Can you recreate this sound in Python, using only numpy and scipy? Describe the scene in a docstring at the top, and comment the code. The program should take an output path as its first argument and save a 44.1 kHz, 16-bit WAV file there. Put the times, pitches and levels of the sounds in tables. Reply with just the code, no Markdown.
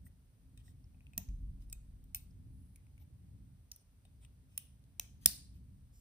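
"""A quiet, hard-floored room, with a phone close to two hands turning over a small folding knife.
The metal handles and latch click and clack: each contact is a short noise force that rings damped modes.
Fingers rub the same metal in uneven slips, and the walls answer every touch with a fading noise tail.
The building rumbles as wavering noise, with low booming and one heavy thud of beating floor modes.
Steady microphone hiss lies underneath."""
import sys
import numpy as np
from scipy import signal
from scipy.fft import rfft, irfft, next_fast_len
from scipy.io import wavfile
from scipy.ndimage import uniform_filter1d, map_coordinates

SR = 44100
rng = np.random.default_rng(int(sys.argv[2]) if len(sys.argv) > 2 else 0)


def materialize(psi):
    """Save the field psi as 16-bit PCM at rate SR to the path in sys.argv[1].

    A 1-D psi becomes a single channel; in a 2-D psi each row is a channel.
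    """
    bounded = np.clip(np.atleast_2d(psi).T, -1, 1)
    quanta = np.round(bounded * 32767).astype(np.int16)
    wavfile.write(sys.argv[1], SR, quanta)


N = 264732  # length in samples

# All levels in dB are relative.
# Slow level of the low booming: start_s, level_db
BOOM_LEVEL = [(0, -71), (1.2, -66.5), (2.1, -62), (2.6, -71.5), (4.9, -73.5), (5.15, -64.5), (6, -66.5)]
# Spectrum of the low booming: frequency_hz, density_db (per Hz)
BOOM_SPECTRUM = [(20, -19.5), (32, 11.5), (45, 14.5), (58, 12.5), (70, -50)]
# Slow level of the building rumble, before its waver: start_s, level_db
RUMBLE_LEVEL = [(0, -59), (1.0, -60), (1.4, -54.5), (1.9, -58), (2.7, -58), (3.0, -60), (3.3, -55.5),
                (3.9, -63.5), (4.2, -58.5), (4.8, -60.5), (5.2, -56.5), (6, -59.5)]
# Spectrum of the building rumble: frequency_hz, density_db (per Hz)
RUMBLE_SPECTRUM = [(18, -25), (30, -25), (54, 3), (97, -0.5), (129, -4), (140, -4), (155, -13.5), (184, -7),
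                   (231, -19), (264, -11), (293, -24.5), (317, -24.5), (450, -41), (580, -62.5),
                   (990, -120)]
# Spectrum of the microphone hiss: frequency_hz, density_db (per Hz)
HISS_SPECTRUM = [(200, 5), (400, 10), (700, 6), (1200, 2), (2500, 0), (5000, -2.5), (6600, -4), (8200, -.5),
                 (11200, .5), (13500, -3.5), (15000, -6), (15500, -11), (15800, -45)]
# Left-right likeness of diffuse sound: frequency_hz, likeness (0 to 1)
LIKENESS = [(40, 0.94), (125, 0.91), (250, 0.81), (500, 1), (1000, 0.067)]
# Fingers sliding on the metal: start_s, length_s, level_db, brightness_db_per_octave,
# lower_hz, lower_db, upper_hz, upper_db, narrow_hz, narrow_db (three resonances of the spot)
RUBS = [(0.046, 0.04, -64, 6, 1950, 24, 8350, 14, 13200, 17.5),
        (0.577, 0.046, -60, -1, 2800, 2, 8100, 8, 4600, 2),
        (0.629, 0.1, -58, 0, 4670, 3, 7900, 9, 13200, 10),
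        (1.59, 0.067, -60.5, 0.5, 3700, 4, 9600, 2, 13500, 5),
        (2.449, 0.37, -82, 2, 2000, 0, 10600, 28, 14000, 5),
        (2.99, 0.055, -66.5, -4.5, 3660, 5, 12400, 28, 2200, 3),
        (3.792, 0.038, -70, -1, 5000, 11, 9500, 19.5, 13500, 0),
        (4.204, 0.066, -59.5, -2, 3000, 9, 8460, 7, 13500, 0),
        (4.479, 0.15, -62, 2, 2800, 13, 9600, 1, 13500, -2),
        (5.202, 0.082, -51, 1, 3778, 5, 8150, 5, 13500, -3),
        (5.526, 0.068, -66.5, -0.5, 2660, 12, 12500, 11, 13500, 0),
        (5.916, 0.11, -66.5, 3.5, 5510, 13, 8680, 7, 13500, 3.5)]
# Contacts of metal on metal: start_s, level_db, brightness_db_per_octave,
# lower_hz, lower_db, upper_hz, upper_db, narrow_hz, narrow_db (three resonances of the spot),
# chatter_s, free_ringing_db, thump_db
CLICKS = [(0.065, -61, -6.5, 1950, 14, 8500, 2, 1960, 8.5, 0.01, -28, -63),
          (0.574, -44.5, -1, 2640, 9, 8300, 8.5, 3620, 9, 0.012, -25, -55),
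          (.679, -59, -4, 1900, 11, 4750, 4, 1900, 9, .008, -15, -59),
          (.841, -67.5, -5, 5500, 27, 7800, 6, 2500, 0, .0065, -27, -60),
          (.9444, -70, -10.5, 2600, 10, 9200, 6, 2600, 7, 0.0054, -24, -60),
          (1.0053, -62, -4.5, 2620, 19, 8500, 12, 2600, 4.5, .0065, -28, -60),
          (1.067, -60, -2, 2640, 19, 9100, 11, 2650, 9, .0065, -30, -64.5),
          (1.133, -50, -2.5, 2330, 18, 8950, 1, 2600, -4, 0.0082, -16, -60),
          (1.177, -20, 0.5, 6540, 14, 13600, 19, 2600, 6, 0.0082, -33, -28),
          (1.287, -47.5, -3, 6450, 15, 9900, -3, 2600, 7, .0065, -25, -49.5),
          (1.621, -56, -1, 3900, 8, 9500, 3, 2600, 4, 0.0061, -22, -61),
          (1.698, -51, 2.5, 5180, 10, 9000, 14, 5000, 3, .005, -15, -60),
          (1.726, -30, 6, 1450, 20, 7600, 10.5, 2500, 9.5, 0.0097, -27, -42),
          (2.039, -55, 2.5, 3050, 3, 14000, 8, 5200, 0, .0065, -25, -62),
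          (2.146, -22.5, 9, 2285, 14, 8550, 1.5, 2560, 9, 0.0058, -19.5, -65),
          (2.1561, -34, 3.5, 5350, 8, 14100, 2.5, 1000, 11, 0.0089, -14, -49),
          (2.308, -73, -1.5, 5330, 29, 9500, 5.5, 2600, 0, .0065, -27.5, -59),
          (2.758, -47, 1.5, 2240, 15.5, 10000, 11.5, 2250, 14.5, 0.011, -23, -65),
          (2.866, -61.5, -4.5, 2200, 21, 9500, 15, 2250, 3, .008, -29, -58),
          (2.978, -55.5, -2, 2260, 23.5, 8970, 9, 2250, 7, .008, -27, -57),
          (3.715, -32, 5, 5700, 16, 9900, 5.5, 2500, 1, 0.0095, -26.5, -46),
          (3.76, -45, 2.5, 5370, -3, 11800, 16.5, 2600, 2, .0065, -37, -60),
          (4.0505, -51, -3.5, 3480, 10, 9000, 13, 1650, 11, 0.011, -20, -56.5),
          (4.2475, -47, 2, 2930, 14, 8600, 5, 2600, 4, 0.0089, -44, -64),
          (4.576, -22.5, 9, 2860, 19.5, 10600, 6.5, 5500, 6.5, 0.0081, -32, -69),
          (4.8386, -60.5, -2, 4470, 17, 8640, 16, 2600, 6, .0065, -39, -68),
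          (4.996, -17.5, 3, 6160, 10, 14000, 6.5, 2550, 10, 0.0049, -36, -51),
          (5.2581, 1, 6.5, 4840, 9.5, 10200, 1.5, 13900, 5, 0.0082, -35, -48)]
# Colour shared by all touches of the knife: frequency_hz, level_db
KNIFE_COLOUR = [(420, -31.5), (700, -27.5), (1250, -38), (1900, -34.5), (2700, -30), (3700, -27),
                (5000, -29.5), (7000, -24.5), (9500, -24), (12000, -25.5), (14200, -28)]
# Nominal modes of handles, blade and latch: pitch_hz
MODE_HZ = [750, 980, 1570, 1930, 2560, 3050, 3750, 4400, 5200, 5750, 6300, 7350, 8500, 9400, 9750, 10600,
           11100, 12200, 13200, 14140, 15200]
# Decay of each of those modes: level_db, held_t60_s, free_extra_db, free_t60_s
MODE_DECAY = [(-0.5, 0.0076, -2, 0.041), (1, 0.0049, -1.5, 0.033), (2, 0.0021, -6.5, 0.032),
              (-0.5, 0.017, -8.5, 0.063), (1, 0.007, 5, 0.11), (2.5, 0.0062, -3, 0.078),
              (-1.5, 0.007, 1.5, .17), (-4, 0.0058, -4.5, 0.35), (5.5, 0.0043, -10, .1),
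              (-2.5, 0.0067, -7.5, 0.17), (1, 0.0038, -9, 0.15), (1, 0.0073, -3.5, 0.16),
              (0.5, 0.0057, -3, 0.11), (-0.5, 0.0018, -7.5, 0.057), (4, 0.0023, -11, 0.15),
              (-3.5, 0.0024, -10, 0.24), (1, 0.0037, -7.5, 0.099), (1, 0.011, -2.5, 0.088),
              (2.5, 0.0025, -2, 0.082), (-1.5, 0.0065, 2, .2), (0, 0.0017, 2.5, 0.078)]
# Low push of a blow caught by the hand: pitch_hz, level_db, t60_s
PALM_MODES = [(62.4, 11, .1), (120.5, 10, 0.045), (194, 3.5, 0.18), (225, 10, 0.064), (300, -12, 0.011),
              (610, -7.5, 0.074), (714, -6.5, 0.091)]
# The room's answer: frequency_hz, t60_s, level_db
ROOM = [(100, 0.24, -25.5), (300, 0.34, 8.5), (1006, 0.37, 11.5), (2500, 0.37, 4.5), (3800, 0.45, 2.5),
        (6060, 0.38, -1.5), (9957, 0.37, -4.5), (13500, 0.23, -5), (15460, 0.27, -6.5), (16120, .2, -41)]
# Floor modes set going by the thud: pitch_hz, level_db, t60_s
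FLOOR_MODES = [(44.84, 6, 0.74), (50.3, -2.5, 2.5), (32.27, -7, 3.3)]
# How much louder the knife is at the left microphone port than at the right: frequency_hz, difference_db
LEFT_OVER_RIGHT = [(400, 2), (1100, -0.5), (2400, 3), (3400, 4), (4800, -0.5), (6500, -1)]

COLOUR_HZ = np.geomspace(400, 16000, 80)  # frequencies where a touch's colour is worked out
PIVOT_HZ = 5000  # brightness tilts the colour about this frequency
LOWER_OCT, UPPER_OCT, NARROW_OCT = 0.24, 0.23, 0.12  # resonance widths, octaves
DETUNE = 0.008  # spread of the mode shifts that the grip makes, as a fraction of pitch
STEADY, FLUTTER_PER_S = 0.96, 240  # steady share of free ringing; random flutter points per second
PUSH_S = 0.0036  # time constant with which the hand takes up a blow
CLICK_ROOM_DB, RUB_ROOM_DB = -3.5, -6.5  # sends to the walls
PATCH_DB = 2  # unevenness of the walls' answer
WAVER_DB, WAVER_PER_S = 2.5, 4  # rumble waver: scale and random points per second
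THUD_S = 1.28
SHARED_HZ = 6830  # around this frequency the right channel goes over to the left port
LAG_S = 1 / 4680  # left channel behind right
TOP_HZ = 17000  # band limit


def amp(db):
    """Gain of a level in dB."""
    return 10 ** (np.asarray(db) / 20)


def unit(x):
    """x at rms 1."""
    return x / np.sqrt(np.mean(x ** 2) + 1e-20)


def along(hz_points, values, hz):
    """Values joined on a log-frequency axis."""
    return np.interp(np.log(hz + 1), np.log(np.asarray(hz_points) + 1), values)


def filtered(x, response):
    """x times a complex response of frequency, padded so that the end does not wrap round."""
    size = next_fast_len(N + SR // 2)
    hz = np.fft.rfftfreq(size, 1 / SR)
    return irfft(rfft(x, size) * response(hz), size)[..., :N]


def decaying_modes(modes, t):
    """Sum of sine modes, each dying exponentially by 60 dB in its t60."""
    return sum(amp(db - 60 * t / t60) * np.sin(2 * np.pi * hz * t) for hz, db, t60 in modes)


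def diffuse(spectrum):
    """Stereo noise of rms 1: the mix of mid and side sets how alike the ports are at each frequency."""
    def mid_and_side(hz):
        angle = np.arccos(np.clip(along(*np.transpose(LIKENESS), hz), -1, 1)) / 2
        density = amp(along(*np.transpose(spectrum), hz)) * (hz > 15)
        return density * np.array([np.cos(angle), np.sin(angle)])

    mid, side = filtered(rng.standard_normal((2, N)), mid_and_side)
    return unit(np.array([mid + side, mid - side]))


def background():
    """Diffuse noise: slow booming and wavering rumble of the building, under steady microphone hiss."""
    t = np.arange(N) / SR

    def level(rows):
        return amp(np.interp(t, *np.transpose(rows)))

    waver = map_coordinates(rng.standard_normal(100), [t * WAVER_PER_S])
    booming = level(BOOM_LEVEL) * diffuse(BOOM_SPECTRUM)
    rumble = level(RUMBLE_LEVEL) * amp(WAVER_DB * waver) * diffuse(RUMBLE_SPECTRUM)
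    hiss = amp(-79) * diffuse(HISS_SPECTRUM)
    return booming + rumble + hiss


def colour(tilt_db, lower_hz, lower_db, upper_hz, upper_db, narrow_hz, narrow_db):
    """Colour of one touch in dB: the knife's own, tilted, with the spot's resonances added."""
    def bump(hz, octaves):
        return np.exp(-(np.log2(COLOUR_HZ / hz) / octaves) ** 2)

    own = along(*np.transpose(KNIFE_COLOUR), COLOUR_HZ)
    tilt = tilt_db * np.log2(COLOUR_HZ / PIVOT_HZ)
    broad = lower_db * bump(lower_hz, LOWER_OCT) + upper_db * bump(upper_hz, UPPER_OCT)
    return own + tilt + broad + narrow_db * bump(narrow_hz, NARROW_OCT)


def ringing(colour_db, free_db, scatter_db):
    """Modes die fast while held and slower when free; each reaches the ports at its own level and phase."""
    t = np.arange(SR // 4) / SR
    db, held_t60, extra_db, free_t60 = np.transpose(MODE_DECAY)[:, :, None]
    hz = np.c_[MODE_HZ]
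    hz = hz * (1 + DETUNE * rng.standard_normal(hz.shape))
    # a fast random flutter roughens the free ringing
    knots = rng.standard_normal((len(MODE_DECAY), 90))
    flutter = np.array([np.interp(t * FLUTTER_PER_S, np.arange(len(k)), k) for k in knots])
    held = amp(-60 * t / held_t60)
    free = amp(free_db + extra_db - 60 * t / free_t60) * (STEADY + flutter) * (1 - t / t[-1])
    port_shape = (2, len(MODE_DECAY), 1)
    scatter = scatter_db * rng.standard_normal(port_shape)
    level = amp(db + along(COLOUR_HZ, colour_db, hz) + scatter)
    phase = 2 * np.pi * rng.random(port_shape)
    modes = level * (held + free) * np.sin(2 * np.pi * hz * t + phase)
    return np.sum(modes, axis=1) * (1 - np.exp(-t / 0.0001))


def walls():
    """A fresh noise tail: faint until the first walls answer, each frequency dying at its own speed."""
    hz, t, noise = signal.stft(rng.standard_normal((2, SR // 2)), SR, nperseg=256)
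    room_hz, room_t60, room_db = np.transpose(ROOM)
    # uneven patches in frequency and time
    patches = uniform_filter1d(rng.standard_normal(noise.shape[1:]), size=3, axis=0)
    patches = unit(uniform_filter1d(patches, size=2, axis=1))
    level_db = along(room_hz, room_db, hz)[:, None]
    fade_db = 60 * t / along(room_hz, room_t60, hz)[:, None]
    shaped = noise * amp(PATCH_DB * patches + level_db - fade_db)
    tail = signal.istft(shaped, SR, nperseg=256)[1]
    since = np.arange(tail.shape[1]) / SR
    opening = np.clip((since - 0.0115) / 0.00022, 0.06, 1)
    return tail * opening / np.sqrt(SR)


def add(track, start_s, direct, into_room):
    """Places the direct sound together with the wall tail of what is sent into the room."""
    heard = signal.fftconvolve(into_room, walls(), axes=1)
    heard[:, :direct.shape[1]] += direct
    track[:, round(start_s * SR):][:, :heard.shape[1]] += heard


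def rubs():
    """Skin drags on the metal in tiny uneven slips, and these set the modes ringing."""
    track = np.zeros((2, N + SR))
    for start_s, length_s, level_db, *spot in RUBS:
        n = round(length_s * SR)
        unevenness = amp(0.82 * rng.standard_normal(n))
        slips = rng.standard_normal(n) * unevenness * np.hanning(n) ** 0.5
        metal = ringing(colour(*spot), -32.5, scatter_db=3.5)
        sound = amp(level_db - 11.5) * signal.fftconvolve(metal, slips[None], axes=1)
        add(track, start_s, sound, amp(RUB_ROOM_DB) * sound)
    return track[:, :N]


def contact(chatter_s):
    """Hard contact: weak noise just before the sharp blow, then short chatter; the spectrum is evened out."""
    t = np.arange(SR // 40) / SR
    blow_s = 0.0014
    lead_in = 0.07 * (t < blow_s)
    blow = np.exp(-((t - blow_s) / 0.00035) ** 2)
    chatter = 0.6 * (t > blow_s) * amp(-18 * t / chatter_s - 40 * (t / chatter_s) ** 4)
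    spectrum = rfft(rng.standard_normal((2, len(t))) * (lead_in + blow + chatter))
    even = spectrum / np.sqrt(uniform_filter1d(abs(spectrum) ** 2, size=25))
    return irfft(even, len(t)) * (t < 2 * chatter_s)  # abrupt end


def coloured(x, colour_db, size):
    """x in the colour of a contact, 0.46 ms late and faded out over its length."""
    hz = np.fft.rfftfreq(size, 1 / SR)
    response = amp(along(COLOUR_HZ, colour_db, hz)) * np.exp(-2j * np.pi * hz * 0.00046)
    return irfft(rfft(x, size) * response, size) * np.linspace(1, 0, size) ** 2


def clicks():
    """Each contact gives a broad snap, rings the metal modes and pushes the hand by its thump level."""
    track = np.zeros((2, N + SR))
    t = np.arange(SR // 6) / SR
    push = decaying_modes(PALM_MODES, t) * (1 - t / t[-1]) * (1 - np.exp(-t / PUSH_S))
    for start_s, level_db, *spot, chatter_s, free_db, thump_db in CLICKS:
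        colour_db = colour(*spot)
        force = contact(chatter_s)
        metal = ringing(colour_db, free_db, scatter_db=0.5)
        ring = amp(7) * signal.fftconvolve(metal, force[:1], axes=1)[:, :len(t)]
        snap = amp(25) * coloured(force, colour_db, len(t))
        direct = ring + snap + amp(thump_db) * push
        # summed over all directions the snap is smooth, so the walls get a plain impulse
        smooth_snap = amp(37) * coloured([[1]], colour_db, len(t))
        all_sides = amp(-1) * ring + smooth_snap
        add(track, start_s, amp(level_db) * direct, amp(level_db + CLICK_ROOM_DB) * all_sides)
    return track[:, :N]


def thud():
    """A heavy thud in the building: the floor swings up and its low modes beat as they fade."""
    t = np.clip(np.arange(N) / SR - THUD_S, 0, None)
    return amp(-39.5) * (1 - np.exp(-t / 0.021)) * decaying_modes(FLOOR_MODES, t)


def scene():
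    """Everything that reaches the two microphone ports, the knife balanced between them by frequency."""
    def balance(hz):
        return amp(along(*np.transpose(LEFT_OVER_RIGHT), hz) * np.array([[0.5], [-0.5]]))

    knife = filtered(rubs() + clicks(), balance)
    return background() + knife + thud()


def record(dry):
    """The phone rounds high peaks, shares the left port's treble, lags the left and limits the band."""
    dry = dry / (1 + abs(dry / 0.75) ** 3) ** (1 / 3)

    def turn(hz):
        return np.pi / 2 / (1 + np.exp((SHARED_HZ - hz) / 250))

    own_port = filtered(dry[1], lambda hz: np.cos(turn(hz)))
    shared_treble = filtered(dry[0], lambda hz: np.sin(turn(hz)))

    def lag_and_band(hz):
        # half the lag delays the left, half advances the right
        lag = np.exp(1j * np.pi * hz * LAG_S * np.array([[-1], [1]]))
        return np.clip((TOP_HZ - hz) / 600, 0, 1) ** 2 * lag

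    return filtered(np.array([dry[0], own_port + shared_treble]), lag_and_band)


dry = scene()
out = record(dry)
materialize(out)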